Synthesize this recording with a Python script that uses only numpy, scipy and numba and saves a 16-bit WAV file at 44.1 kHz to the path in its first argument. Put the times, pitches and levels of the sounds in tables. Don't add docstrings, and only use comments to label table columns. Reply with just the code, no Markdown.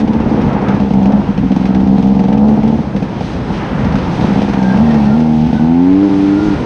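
import sys
import numpy as np
from scipy import signal
from scipy.fft import rfft, irfft
from scipy.io import wavfile
from scipy.ndimage import uniform_filter1d
from numba import njit

SR = 44100
rng = np.random.default_rng(int(sys.argv[2]) if len(sys.argv) > 2 else 0)


def bounce(signal):
    frames = np.transpose(np.atleast_2d(signal))
    limited = np.clip(frames, -1, 1)
    pcm = np.round(limited * 32767).astype(np.int16)
    wavfile.write(sys.argv[1], SR, pcm)


def invert_db(level):
    return 10 ** (np.asarray(level, dtype=float) / 20)


N = 293265


def level(x, db):
    return x * invert_db(db) / np.sqrt(np.mean(x ** 2))


def curves(table):
    s, *columns = np.transpose(table)
    return [np.interp(np.arange(N) / SR, s, c) for c in columns]


@njit
def svf(x, hz, width_hz):
    y = np.empty(len(x))
    band_state, low_state = 0., 0.
    for i in range(len(x)):
        g = np.tan(np.pi * hz[i] / SR)
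        damping = width_hz[i] / hz[i]
        v = (band_state + g * (x[i] - low_state)) / (1 + g * (g + damping))
        band_state = 2 * v - band_state
        low_state += 2 * g * v
        y[i] = damping * v
    return y


def twice(x, hz, width_hz):
    return svf(svf(x, hz, width_hz), hz, width_hz)


def band(x, hz, width_hz):
    return svf(x, np.full(N, 1. * hz), np.full(N, 1. * width_hz))


def colour(x, points):
    hz, db = np.transpose(points)
    bins_hz = np.maximum(np.arange(N // 2 + 1) * SR / N, 1)
    gain = invert_db(np.interp(np.log(bins_hz), np.log(hz), db))
    return irfft(rfft(x) * gain, N)


def walk(rate_hz):
    hold = int(SR / rate_hz)
    held = np.repeat(rng.standard_normal(N // hold + 1), hold)
    return 1.17 * uniform_filter1d(uniform_filter1d(held, hold), hold)[:N]


def add(track, s, size):
    place = np.clip(s * SR, 0, N - 2)
    whole = place.astype(int)
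    np.add.at(track, whole, size * (1 - place + whole))
    np.add.at(track, whole + 1, size * (place - whole))


def engine(bare_db=-11):
    # t/s, f/Hz
    crank_speed = [(0.0, 72.3), (0.3, 75.1), (0.39, 69.9), (0.63, 68.4), (0.7, 65.4), (0.83, 67.6),
                   (0.93, 65), (1.22, 68.5), (1.28, 67), (1.7, 63.93), (2.09, 66.3), (2.22, 65.9),
                   (2.52, 72.5), (2.68, 72.3), (2.76, 76.1), (2.85, 72.2), (2.91, 66.4), (3.15, 64.8),
                   (3.43, 63.6), (3.56, 67.6), (3.68, 63), (3.83, 63.5), (3.98, 65), (4.17, 62.9),
                   (4.41, 67.4), (4.5, 67.5), (4.56, 64.9), (4.7, 62.85), (4.74, 65.4), (4.81, 74.33),
                   (4.85, 77.15), (4.93, 75.35), (5.02, 70.75), (5.09, 69.86), (5.11, 69.97), (5.18, 79.1),
                   (5.39, 76.7), (5.48, 79.5), (5.56, 76.2), (5.61, 77.5), (5.98, 97), (6.04, 100.1),
                   (6.13, 97.1), (6.35, 99.3), (6.45, 105.4), (6.54, 97.3), (6.65, 90.2)]
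    # t/s, load/dB, second order/dB, fourth order/dB, air box/dB, silencer/dB
    crank_load = [(0.0, -16, -15, -11.5, -8, -17), (0.63, -8, -11.5, -8, -8, -11.5),
                  (1.2, -7, -21.5, -15, -18.5, -18), (1.26, -21, -6, -12, -15, -20),
                  (1.3, -10, -15.5, -12.5, -16, -21), (1.33, -25.5, -15, -16, -11, -19),
                  (1.44, -8.5, -18, -4.5, -14.5, -19.5), (2.74, -7, -13, -17, -8.5, -13.5),
                  (2.91, -23, 2, -20, -22, -24), (2.96, -14, -17, -12, -11, -19),
                  (3.06, -18, -14, -10, -8, -6), (3.76, -22, -11, -10, -19, -10),
                  (3.89, -13, -11, -2.5, -12, -11.5), (3.93, -23, -11, -10, -18, -18),
                  (3.94, -11, -13, -6, -17, -13), (4.13, -18, -13, -15, -20, -10),
                  (4.2, -10.5, -15.5, -7, -12, -11.5), (4.56, -12, -16.5, -5.5, -10.5, -12.5),
                  (4.83, -11, -9.5, -21.5, -20, -15.5), (5.67, -14, -8.5, -14, -18.5, -12.5),
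                  (5.93, -6.5, -10, -17.5, -20.5, -21), (6.08, -12.5, -8, -13.5, -19.5, -13.5),
                  (6.31, -6, -9, -18, -20, -19.5), (6.5, -10.5, -8.5, -16, -20, -13.5),
                  (6.65, -16, -13, -9.5, -20, -23)]
    # f/Hz, width/Hz, level/dB
    chamber_modes = [(598, 48, -7.5), (762, 85, -3.5), (884.5, 61, -3)]
    box_hz, box_width_hz = 468, 45

    hz, = curves(crank_speed)
    load_db, second_db, fourth_db, box_db, silencer_db = curves(crank_load)
    fired, bare, gate = turns(hz)
    unit = SR / hz
    both = (fired + invert_db(bare_db) * bare) * unit
    fired = fired * unit

    third = twice(both, 3 * hz, 0.68 * hz)
    second = twice(both, 2 * hz, 1.0 * hz)
    fourth = twice(both, 4 * hz, 0.77 * hz)
    fifth = twice(both, 5 * hz, 0.62 * hz)
    pipe = third - invert_db(second_db) * second - invert_db(fourth_db) * (fourth - invert_db(-5.5) * fifth)

    shake = invert_db(-15) * twice(fired + invert_db(-7) * bare * unit, hz, .6 * hz)
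    box = invert_db(box_db) * band(band(fired, box_hz, box_width_hz), box_hz, 3 * box_width_hz)
    chambers = 0
    for k, (f, width_hz, db) in enumerate(chamber_modes):
        ring = band(band(fired, f, width_hz), f, 2.0 * width_hz)
        chambers = chambers + (-1) ** k * invert_db(db) * ring

    load = invert_db(0.35 * (load_db + 8) - 7)
    return load * ((0.65 + 0.78 * gate) * pipe + shake + box + invert_db(silencer_db) * chambers)


def turns(hz, lead_s=0.00202, jitter_s=.0001, scatter_db=2.05, close_s=.005):
    # t/s, length/s, pipe level/dB
    fired_runs = [(0.0004, 0.051, -7), (0.0783, 0.036, -6), (0.135, 0.035, -9.5), (0.1878, 0.031, -10),
                  (0.257, 0.03, -11), (0.3135, 0.035, -9), (0.377, 0.025, -7.5), (0.446, 0.01, -7.5),
                  (0.4654, 0.03, -9), (0.535, 0.044, -12.5), (0.6245, 0.022, -9), (0.6775, 0.025, -9),
                  (0.713, 0.038, -10.5), (0.772, 0.014, -10), (0.8028, 0.084, -11.5), (0.908, 0.015, -5),
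                  (0.9386, 0.057, -8), (1.0153, 0.035, -6.5), (1.0617, 0.05, -5.5), (1.1348, 0.029, -5.5),
                  (1.1787, 0.036, -8.5), (1.288, 0.029, -5), (1.3793, 0.019, -3), (1.4324, 0.007, -7),
                  (1.4434, 0.03, -11), (1.506, 0.036, -8), (1.564, 0.014, -3), (1.5965, 0.027, -7),
                  (1.644, 0.021, -6.5), (1.6897, 0.024, -5), (1.7366, 0.11, -8.5), (1.864, 0.103, -7),
                  (1.9823, 0.034, -5), (2.03, 0.103, -7.5), (2.151, 0.03, -6.5), (2.1928, 0.036, -6),
                  (2.2402, 0.024, -6), (2.2867, 0.026, -6.5), (2.3195, 0.037, -5.5), (2.3717, 0.185, -7.5),
                  (2.5757, 0.022, -2.5), (2.636, 0.029, -7.5), (2.672, 0.035, -8.5), (2.7268, 0.033, -10),
                  (2.788, 0.011, -6), (2.949, 0.035, -7), (3.0226, 0.022, -8), (3.21, 0.02, -7.5),
                  (3.3075, 0.011, -16), (3.5034, 0.016, -6), (3.835, 0.052, -11.5), (3.9428, 0.034, -7.5),
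                  (4.0012, 0.017, -25), (4.065, 0.028, -14.5), (4.193, 0.027, -10), (4.2414, 0.02, -5),
                  (4.3025, 0.027, -8), (4.3587, 0.04, -8.5), (4.4167, 0.044, -10), (4.481, 0.032, -9.5),
                  (4.5417, 0.014, -6.5), (4.5716, 0.023, -7), (4.618, 0.107, -8), (4.7446, 0.036, -4.5),
                  (4.7872, 0.694, -7.5), (5.4878, 0.029, -7), (5.5287, 0.016, -4), (5.5515, 0.032, -6.5),
                  (5.595, 0.49, -6.5), (6.0923, 0.307, -9), (6.407, 0.084, -11.5), (6.5036, 0.043, -12),
                  (6.6125, 0.015, -10.5)]
    t, angle = np.arange(N) / SR, np.cumsum(hz) / SR
    fired, bare, gate = np.zeros(N), np.zeros(N), np.zeros(N)
    chance = rng.standard_normal((len(fired_runs), 100, 2))
    starts = [row[0] - lead_s for row in fired_runs] + [N / SR]
    for k, (s, long_s, db) in enumerate(fired_runs):
        first, last = np.interp(starts[k:k + 2], t, angle)
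        count = max(np.rint(last - first), 1)
        when = np.interp(first + np.arange(count), angle, t)
        late, size = chance[k, :len(when)].T
        lit = when < s + max(long_s - .009, 0)
        even = 1 / (1 + long_s / 0.21)
        add(fired, (when + even * jitter_s * late)[lit], invert_db(db + even * scatter_db * size)[lit])
        add(bare, (when + 6 * jitter_s * late)[~lit], invert_db(db + 5.4 * size)[~lit])
        opens_s = max(starts[k] - close_s / 2, 0)
        gate[int(opens_s * SR):int((s + long_s) * SR)] = 1
    return fired, bare, uniform_filter1d(gate, max(int(close_s * SR), 1))


def cracks(decay_s=.016, snap_s=0.0034, snap=0.51, rise_s=0.00065):
    # t/s, peak/dB
    relights = [(0.0761, -23), (0.1313, -24), (0.2015, -27), (0.3643, -32.5), (0.414, -25), (0.5282, -24.5),
                (0.617, -27), (0.6838, -19), (0.7442, -25), (0.8, -24.5), (0.9046, -24.5), (0.9356, -25),
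                (1.0293, -26.5), (1.0566, -21.5), (1.1206, -24), (1.3766, -22.5), (1.5163, -21.5),
                (1.5617, -21), (1.6074, -27), (1.654, -20), (1.747, -21.5), (1.8008, -26), (1.8723, -27),
                (1.981, -22.5), (2.0258, -25), (2.0707, -26), (2.1183, -36.5), (2.148, -27.5),
                (2.1931, -21.5), (2.2378, -25.5), (2.2825, -24.5), (2.3263, -22), (2.375, -25),
                (2.4842, -23), (2.6311, -24.5), (2.6764, -23.5), (2.9623, -21.5), (3.0235, -22),
                (3.2064, -23.5), (3.334, -29), (3.3638, -29.5), (3.541, -27.5), (3.7924, -28.5),
                (3.8453, -24), (3.923, -23.5), (3.9545, -18.5), (3.9847, -23), (4.151, -26),
                (4.2094, -21.5), (4.2505, -24), (4.4178, -16.5), (4.4878, -23), (4.5344, -19.5),
                (4.582, -25.5), (4.6269, -22.5), (4.7724, -21), (4.9072, -24.5), (4.9417, -22.5),
                (5.0533, -26), (5.2028, -24.5), (5.4654, -29.5), (5.5297, -23), (6.0287, -24.5),
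                (6.535, -25.5)]
    # f/Hz, level/dB
    gas_spectrum = [(300, -18.5), (500, 4), (950, -11.5), (1100, -14), (2500, -15.5), (6300, -29),
                    (7100, -42), (9200, -45), (12500, -67)]
    t = np.arange(4096) / SR
    hits = np.zeros(N)
    s, peak_db = np.array(relights).T
    add(hits, s, invert_db(peak_db))
    puff = (1 - np.exp(-t / rise_s)) * (np.exp(-t / decay_s) + snap * np.exp(-t / snap_s))
    gas = level(colour(rng.standard_normal(N), gas_spectrum), -0.58)
    return gas * signal.fftconvolve(hits, puff)[:N]


def rattles():
    # t/s, length/s, f/Hz, width/Hz, level/dB
    loose_parts = [
        (4.554, 0.27, 1600, 50, -27),
        (4.816, 0.22, 1850, 60, -38),
        (5.04, 0.086, 1820, 50, -37),
        (5.084, 0.099, 1400, 89, -33),
        (5.45, 0.31, 1490, 90, -40),
        (6.25, 0.38, 1410, 80, -33.5),
        (4.5, .3, 910, 90, -32.5),
    ]
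    t = np.arange(N) / SR
    out = 0
    for s, long_s, f, width_hz, db in loose_parts:
        ring = band(band(rng.standard_normal(N), f, width_hz), f, width_hz)
        swell = np.sin(np.pi * np.clip((t - s) / long_s, 0, 1))
        out = out + level(ring, db) * invert_db(2.2 * walk(25)) * swell
    return out


def wind():
    # t/s, buffet/dB, rush/dB, whistle/dB, hiss/dB
    gust_levels = [(0.0, -45, -25, -27, -35), (0.03, -37, -25, -38.5, -45.5),
                   (0.16, -32.5, -24, -32, -43.5), (0.48, -32, -22, -30, -41),
                   (0.52, -36.5, -20, -29, -44.5), (0.7, -31.5, -24, -25.5, -43.5),
                   (0.94, -35, -27, -39, -44.5), (1.11, -37, -19.5, -32.5, -44),
                   (1.37, -32.5, -34, -37, -43.5), (1.67, -40.5, -30.5, -34.5, -43),
                   (1.85, -30, -26.5, -40, -42), (2.09, -38.5, -27, -40, -42),
                   (2.37, -39.5, -28.5, -38.5, -45.5), (2.44, -38.5, -18.5, -41, -40.5),
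                   (2.94, -38, -30, -35.5, -44.5), (3.0, -38, -29.5, -37.5, -43),
                   (3.58, -34.5, -25, -32, -39.5), (3.61, -42, -26, -28.5, -41),
                   (3.89, -29.5, -26, -29, -39.5), (4.35, -33.5, -23, -29, -35.5),
                   (4.54, -33, -30, -30, -39.5), (4.63, -49, -24.5, -34.5, -37),
                   (4.78, -33.5, -21.5, -30.5, -36), (5.3, -44.5, -26.5, -38, -41.5),
                   (5.43, -31, -32.5, -37.5, -39.5), (5.78, -42.5, -32, -33.5, -42),
                   (6.43, -39.5, -29, -33, -36.5), (6.48, -31.5, -31, -30.5, -38.5),
                   (6.65, -33.5, -23, -33.5, -40)]
    gust_hz = [60, 600, 1500, 4000]
    # f/Hz, density/dB per Hz
    wind_spectrum = [(15, -44.5), (28, -14), (64, -4.5), (97, -8), (145, -1), (240, -3), (344, -10),
                     (600, -15.5), (950, -17), (1080, -22), (3000, -33.5), (6200, -44.5), (7100, -55.5),
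                     (9200, -58), (12000, -78), (13500, -100)]
    ref_s, wind_db = 3.28, -20.5

    gusts = [g - g[int(ref_s * SR)] for g in curves(gust_levels)]
    flutter = [walk(14) for _ in gusts]
    out = 0
    for hz in 25 * 2 ** np.arange(0, 9.2, 1 / 3):
        share = [np.interp(np.log(hz), np.log(gust_hz), row) for row in np.eye(len(gusts))]
        db = sum(w * (g + 1.2 * f) for w, g, f in zip(share, gusts, flutter))
        db = db + 1.1 * walk(22)
        out = out + invert_db(db) * band(rng.standard_normal(N), hz, hz / 4)
    steady_rms = np.sqrt(np.mean(colour(rng.standard_normal(N), wind_spectrum) ** 2))
    return colour(out, wind_spectrum) / steady_rms * invert_db(wind_db)


def scene():
    return (engine() + cracks() + rattles() + wind())[None]


def low_pass(x):
    return signal.sosfilt(signal.butter(12, 14150, fs=SR, output="sos"), x)


def record(dry):
    ceiling = .95
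    drive = dry / ceiling
    limited = ceiling * np.tanh(drive + .25 * drive ** 3)
    return low_pass(limited)


dry = scene()
out = record(dry)
bounce(out)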